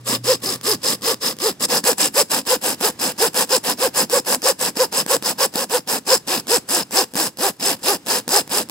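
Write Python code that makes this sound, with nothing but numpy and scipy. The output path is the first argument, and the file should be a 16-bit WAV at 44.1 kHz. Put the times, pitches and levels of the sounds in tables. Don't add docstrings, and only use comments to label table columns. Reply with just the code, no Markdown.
import sys
import numpy as np
from scipy import signal
from scipy.fft import rfft, irfft, next_fast_len
from scipy.io import wavfile
from scipy.ndimage import uniform_filter1d

SR = 44100
rng = np.random.default_rng(int(sys.argv[2]) if len(sys.argv) > 2 else 0)


def nominal_scale(level):
    x = np.asarray(level, float) / 20
    return 10 ** x


def to_wav(s):
    ch = np.atleast_2d(s).T
    pcm = np.round(np.clip(ch, -1, 1) * 32767)
    wavfile.write(sys.argv[1], SR, pcm.astype(np.int16))


N = 383669
T = np.arange(N) / SR

# pitch_hz, width_hz, level_db
LINK_RINGS = [(2686, 590, -9), (5090, 165, -4), (5070, 310, -19), (7805, 750, -8), (10560, 1260, -9.5),
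              (13300, 700, -42.5)]
# pitch_hz, level_db
TOOTH_COLOUR = [(900, -39), (2000, -8), (2600, -4.5), (3400, -0.5), (4400, 3.5), (6000, 2), (9500, 0),
                (11500, -6), (13500, -0.5), (15500, -25)]
# pitch_hz, level_db
WOOD_COLOUR = [(150, -55), (310, -12), (450, -4), (620, -7), (900, -3), (1350, -10), (1700, -5),
               (2200, -16), (3500, -13)]
# pitch_hz, width_hz, level_db
TRUNK_RINGS = [(240, 20, -5.5), (507, 44, 6), (780, 800, -11.5)]
# pitch_hz, level_db
RUMBLE_COLOUR = [(40, -22.5), (100, -23.5), (170, -2), (250, 2.5), (310, -1), (600, -36.5)]
# pitch_hz, level_db
AIR_COLOUR = [(25, -24), (60, -7), (130, 6.5), (300, 5), (600, -5), (2500, -11.5), (8000, -15),
              (15500, -27)]
# time_s, level_db
ENGINE_LEVEL = [
    (0.0, -43),
    (0.236, -35),
    (0.44, -51),
    (0.488, -43),
    (0.608, -49),
    (0.748, -42),
    (0.8, -53),
    (1.2, -53),
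]
# pitch_hz, likeness (0-1), left_lead_rad, left_minus_right_db
MIC_PORTS = [(60, .97, 0, 0), (150, .98, 0, -2.2), (400, .93, 0, -.3), (800, .87, -.25, 0),
             (1300, .7, .7, -2.8), (2500, .5, 1.2, .5), (3100, .5, 2.2, .5), (4500, .55, .4, .6),
             (7500, .5, 1.3, -.3), (12000, .3, 1.5, 0), (15000, .1, 1.5, 0)]
# pitch_hz, level_db
STEP_BACK_COLOUR = [(400, 0.5), (560, 0.5), (720, -6), (900, -8), (1150, 5), (1500, -5.5), (2000, 2),
                    (2500, -2.5), (3500, 2.5), (6000, -0.5)]
CHIP_PITCHES = [2000, 3300, 5200, 8000, 13000]
# bite_s, length_s, tearing_db, top_link_rate_hz, knock_db
HARD_PULLS = [(0.243, .112, -19, 525.5, -16), (0.634, .123, -19.5, 439.5, -22.5),
              (1.029, .114, -19, 469.3, -19), (1.402, .113, -18.5, 452.3, -19.5),
              (1.841, .087, -15, 494, -15.5), (2.147, .081, -14.5, 596, -23),
              (2.468, .099, -17.5, 519.6, -17), (2.805, .096, -16.5, 434.4, -23.5),
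              (3.184, .101, -15.5, 469.4, -18.5), (3.493, .087, -16.5, 525, -16.5),
              (3.79, .094, -17.5, 536.3, -18.5), (4.104, .095, -16.5, 565.6, -21),
              (4.429, .093, -17, 578, -24), (4.766, .092, -18.5, 523.6, -17.5),
              (5.084, .082, -16, 565.8, -22.5), (5.386, .079, -16, 566, -23.5),
              (5.697, .096, -19, 500, -18), (6.071, .096, -16, 524, -15.5), (6.48, .104, -17, 488.2, -15.5),
              (6.922, .118, -17, 397.7, -25.5), (7.387, .121, -17.5, 402.5, -24.5),
              (7.835, .126, -17, 413.6, -24.5), (8.291, .124, -16.5, 415.6, -25)]
# bite_s, length_s, tearing_db, top_link_rate_hz, fastest_share (0-1)
LIGHT_PULLS = [(0.06, 0.11, -19.5, 494, .69), (0.421, 0.14, -22.5, 386, 0.5),
               (0.832, 0.12, -19.5, 452, .52), (1.217, 0.11, -20, 476, .49), (1.688, .11, -18, 584, .58),
               (1.987, 0.1, -17, 320, 0.34), (2.304, 0.1, -18, 440, 0.33), (2.627, .118, -19, 410, 0.42),
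               (2.998, 0.12, -20, 338, 0.37), (3.344, 0.098, -17, 512, 0.63), (3.64, 0.098, -17, 500, .62),
               (3.948, 0.099, -18, 536, 0.54), (4.262, 0.1, -18, 578, 0.7), (4.593, 0.11, -19, 494, 0.56),
               (4.927, 0.099, -19, 554, 0.66), (5.232, 0.095, -19, 500, 0.69), (5.539, .11, -21, 566, .67),
               (5.875, .113, -20.5, 452, 0.44), (6.27, 0.13, -20.5, 374, .44),
               (6.689, 0.14, -19.5, 368, 0.48), (7.155, 0.13, -19.5, 332, .35),
               (7.609, 0.14, -19, 398, 0.5), (8.069, 0.13, -18.5, 428, 0.44), (8.5, 0.13, -19, 428, 0.62)]
BROKEN_PULL = [
    (1.607, .056, -19, 320, 0.803),
]
# first_db, second_db, third_db, last_db
PULL_STAGES = [
    (-6.5, 0.22, 0.68, -2.5),
    (-2.5, 0.85, -0.15, -3.5),
]
# time_s, peak_db
SLACK_SNAPS = [(0.5723, -38), (0.6119, -29), (1.0106, -37), (1.0202, -27), (1.367, -36), (1.387, -27),
               (2.4528, -36), (2.9923, -29), (3.474, -35), (4.0976, -20.5), (4.4191, -21.5), (4.755, -33),
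               (5.0631, -19.5), (5.2247, -22), (6.4696, -25), (6.909, -27), (7.1372, -26.5), (7.1452, -25),
               (7.3719, -28), (7.5977, -29), (7.8234, -35), (8.0625, -25), (8.279, -17.5), (8.4766, -31),
               (8.4944, -30), (8.6878, -31), (8.6966, -20.5)]
# time_s, peak_db
TOOTH_CATCHES = [(1.6966, -25), (1.84, -18), (1.8508, -18), (1.9301, -17), (2.3084, -20), (2.4735, -20),
                 (2.8102, -19), (2.8871, -26), (4.347, -10.5), (4.593, -24), (4.7702, -16), (5.1659, -18),
                 (5.5567, -13.5), (5.6426, -21), (6.2755, -25), (7.1657, -16.5), (7.2693, -18),
                 (8.0842, -21), (8.2912, -22)]

SCENE_CHANGE_S = 1.668
TIRED_S = 6.2
SPEED_UP_S, SLOW_DOWN_S = .02, .021
RADIATES_HZ = 130
KNOCK_OCTAVE_DB = (-31, -38.5)
WOOD_DB, RUMBLE_DB = (-4.5, -5), (-25, -12.5)
BITE_DB, LET_GO_DB = (-30, -26), (-30.5, -34.5)


def unit(x):
    return x / np.sqrt(np.mean(x ** 2))


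def shape(hz, points):
    f, v = np.transpose(points)
    return np.interp(np.log(hz + 1), np.log(f), v)


def modes(hz, table):
    return sum(nominal_scale(db) * 1j * width * hz / (f ** 2 - hz ** 2 + 1j * width * hz) for f, width, db in table)


def walk(rate):
    hold = int(SR / rate)
    steps = np.repeat(rng.standard_normal(N // hold + 1), hold)
    return 1.253 * uniform_filter1d(steps, hold)[:N]


def stereo(pair, colour):
    size = next_fast_len(N + 8192)
    hz = np.arange(size // 2 + 1) * SR / size
    ports = np.array(MIC_PORTS)
    like, lead, tilt_db = (shape(hz, ports[:, [0, k]]) for k in range(1, 4))
    like = np.clip(like, 0, 1)
    left, other = rfft(pair, size) * colour(hz)
    right = like * left * np.exp(-1j * lead) + np.sqrt(1 - like ** 2) * other
    return irfft([left * nominal_scale(tilt_db / 2), right * nominal_scale(-tilt_db / 2)], size)[:, :N]


def yard_air():
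    noise = stereo(rng.standard_normal((2, N)), lambda hz: nominal_scale(shape(hz, AIR_COLOUR)))
    return unit(noise) * nominal_scale(-47.5 + 1.5 * walk(3))


def far_engine():
    s, db = np.transpose(ENGINE_LEVEL)
    phase = 2 * np.pi * np.cumsum(120.3 + walk(8)) / SR
    return np.sin(phase) * nominal_scale(np.interp(T, s, db, right=-90) + 3)


def pulls():
    rows = [(*row, .59, 0) for row in HARD_PULLS]
    for bite, span, db, top_hz, share in LIGHT_PULLS + BROKEN_PULL:
        knock_db = -34.5 + 4 * (bite > TIRED_S)
        rows.append((bite, span, db, top_hz, knock_db, share, 1))
    return sorted(rows)


def by_hand(pair):
    return np.interp(T, *np.transpose([(row[0] + row[1] / 2, pair[row[-1]]) for row in pulls()]))


def chain_motion():
    hz, top, hold = np.zeros(N), np.ones(N), np.ones(N)
    level = np.zeros((2, N))
    for bite, span, _, top_hz, knock_db, share, hand in pulls():
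        fastest = bite + share * span
        early = (fastest - T) / (share * span + SPEED_UP_S)
        late = (T - fastest) / ((1 - share) * span + SLOW_DOWN_S)
        off = np.maximum(early, late)
        speed = top_hz * np.cos(np.pi / 2 * np.minimum(off, 1))
        octave_db = KNOCK_OCTAVE_DB[hand] + .5 * bite - 3.5 * (bite < SCENE_CHANGE_S)
        octave_db += 1.5 * (1 - hand) * np.clip((457 - top_hz) / 40, 0, 1)
        on = speed > hz + 1
        hz[on], top[on] = speed[on], top_hz
        hold[on & (T > fastest)] = .6
        level[:, on] = nominal_scale(np.array([[knock_db], [octave_db]]))
    return hz, top, hold, level


def link_knocks(wobble=.008, steep=1.7, third_db=-7, flutter_db=1.5):
    hz, top, hold, level = chain_motion()
    phase = 2 * np.pi * np.cumsum(hz * (1 + wobble * walk(120))) / SR
    fade_power = hold * np.clip(steep * level[0] / nominal_scale(-24), .5, steep)
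    force = (hz / top) ** fade_power
    ring = np.abs(0.44 + modes(hz, TRUNK_RINGS)) / np.abs(0.56 + modes(top, TRUNK_RINGS))
    radiated = hz ** 4 / (hz ** 4 + RADIATES_HZ ** 4)
    tone = level[0] * ring * radiated * np.sin(phase) * nominal_scale(flutter_db * walk(70))
    overtone_radiated = hz ** 2 / (hz ** 2 + RADIATES_HZ ** 2)
    for k in range(3):
        flutter = nominal_scale(1.0 + third_db * k + flutter_db * walk(90))
        tone += level[1] * force * overtone_radiated * flutter * np.sin((k + 2) * phase + k)
    return nominal_scale(4.3) * force * tone, phase, level[0] * force


def effort(edge_db=-13, lead_s=0.02413, trail_s=0.018, rest_db=-42, drag_db=-25, drag_s=0.0097):
    knots, at = [], np.array([.14, .38, .62, .86])
    for bite, span, db, _, _, share, hand in pulls():
        lean_db = hand * 27 * (share - .5) * (at - .5)
        stages = db + np.array(PULL_STAGES[hand]) + lean_db
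        top, release = max(stages), bite + span
        cut = .2 if bite < SCENE_CHANGE_S < release + trail_s else 1
        knots += [(bite - lead_s, top + rest_db), (bite, top + edge_db)]
        knots += [(release, top + edge_db), (release + cut * drag_s, top + drag_db)]
        knots += [(release + cut * (drag_s + trail_s), top + rest_db)]
        knots += zip(bite + span * at, stages)
    level_db = np.interp(T, *np.transpose(sorted(knots)))
    return nominal_scale(uniform_filter1d(level_db, size=300))


def tooth_grip(phase, knock, steel):
    gate = np.clip(0.28 + 2.4 * knock, 0, .9)
    grip = (1 + gate * np.sin(phase)) * nominal_scale(.8 * walk(35))
    slowness = np.clip(1 - steel * nominal_scale(27), 0, 1)
    return grip * nominal_scale(5.0 * slowness * walk(120))


def crackle(density, scatter_db):
    size = (rng.random(N) < density / SR) * nominal_scale(scatter_db * rng.exponential(size=N))
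    return unit(size * rng.standard_normal((2, N)))


def steel_colour(hz):
    return nominal_scale(shape(hz, TOOTH_COLOUR)) * (0.22 + 1.31 * modes(hz, LINK_RINGS))


def wood_colour(hz):
    return nominal_scale(shape(hz, WOOD_COLOUR)) * (0.87 + 0.75 * modes(hz, TRUNK_RINGS))


def rumble_colour(hz):
    return nominal_scale(shape(hz, RUMBLE_COLOUR))


def steel_tearing(grip, level, burst, clump_db=2.0, drift_db=1.87):
    out = 0
    for share in np.eye(len(CHIP_PITCHES)):
        band = list(zip(CHIP_PITCHES, share))
        unevenness = nominal_scale(clump_db * walk(200) + drift_db * walk(22))
        grains = grip * unevenness * crackle(11000, 1.8)
        out = out + stereo(level * grains, lambda hz: steel_colour(hz) * np.sqrt(shape(hz, band)))
    match = np.sqrt(np.mean(level ** 2) / np.mean(out ** 2))
    return out * match + stereo(burst, steel_colour)


def through_body(grains, level, burst, colour):
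    even = grains / np.std(stereo(grains, colour))
    return stereo(level * even + burst, colour)


def wood_tearing(grip, steel, burst):
    fibres = grip * nominal_scale(0.7 * walk(150)) * crackle(12000, 1.0)
    return through_body(fibres, steel * nominal_scale(by_hand(WOOD_DB) + 4.0), 2.6 * burst, wood_colour)


def trunk_rumble(steel, burst, shake_s=0.024):
    lag = np.exp(-1 / (shake_s * SR))
    push = steel * nominal_scale(by_hand(RUMBLE_DB) - 4 * (T > TIRED_S))
    shake = signal.lfilter([1 - lag], [1, -lag], push)
    return through_body(crackle(4000, 0.93), shake * nominal_scale(1.0 + walk(33)), 2.9 * burst, rumble_colour)


def blows():
    ticks = []
    for bite, span, *_, hand in pulls():
        ticks += [(bite, BITE_DB[hand]), (bite + span, LET_GO_DB[hand])]
    scatter_db = 4 * rng.standard_normal((len(ticks), 1))
    ticks = np.array(ticks) + scatter_db * [0, 1]
    return list(ticks) + SLACK_SNAPS + TOOTH_CATCHES


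def snaps(snap_db=4, snap_s=0.00053):
    hit = np.zeros(N)
    for s, db in blows():
        hit[int(s * SR)] = nominal_scale(db + snap_db)
    fade = np.exp(-1 / (snap_s * SR))
    swell = signal.lfilter([np.e * (1 - fade)], [1, -2 * fade, fade ** 2], hit)
    return swell * rng.standard_normal((2, N))


def saw():
    tone, phase, knock = link_knocks()
    steel = effort()
    grip = tooth_grip(phase, knock, steel)
    cutter = 1 + .22 * np.sin(phase / 4)
    burst = snaps()
    rasp = steel_tearing(grip * cutter, steel, burst)
    rasp += wood_tearing(grip, steel, burst)
    rasp += trunk_rumble(steel, burst)
    loaded = np.clip(steel * nominal_scale(38.5), 0, 1)
    return rasp, loaded * tone * nominal_scale(np.array([[-.2], [.2]]))


def echoes(x, t60_s=0.17, wet_db=-21, gap_s=0.0094):
    t = T[:SR // 3]
    tail = rng.standard_normal((2, len(t))) * nominal_scale(-60 * t / t60_s) * (t > gap_s)
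    tail /= np.sqrt(np.sum(tail[0] ** 2))
    return nominal_scale(wet_db) * signal.fftconvolve(x, tail, axes=1)[:, :N]


def scene():
    background = yard_air() + far_engine()
    rasp, knocks = saw()
    hz = np.arange(N // 2 + 1) * SR / N
    back = irfft(rfft(rasp) * nominal_scale(shape(hz, STEP_BACK_COLOUR)), N)
    near = np.where(T < SCENE_CHANGE_S, back, rasp) + knocks
    return near + echoes(near) + background


def band_limit(x):
    return signal.sosfilt(signal.butter(12, 16830, fs=SR, output="sos"), x)


def record(dry):
    soft = np.tanh(.8 * dry) / .8
    soft = signal.sosfilt(signal.butter(2, 45, "high", fs=SR, output="sos"), soft)
    cut = signal.sosfilt(signal.ellip(10, .3, 60, 15800, fs=SR, output="sos"), soft)
    return band_limit(np.clip(cut, -1, 1))


dry = scene()
out = record(dry)
to_wav(out)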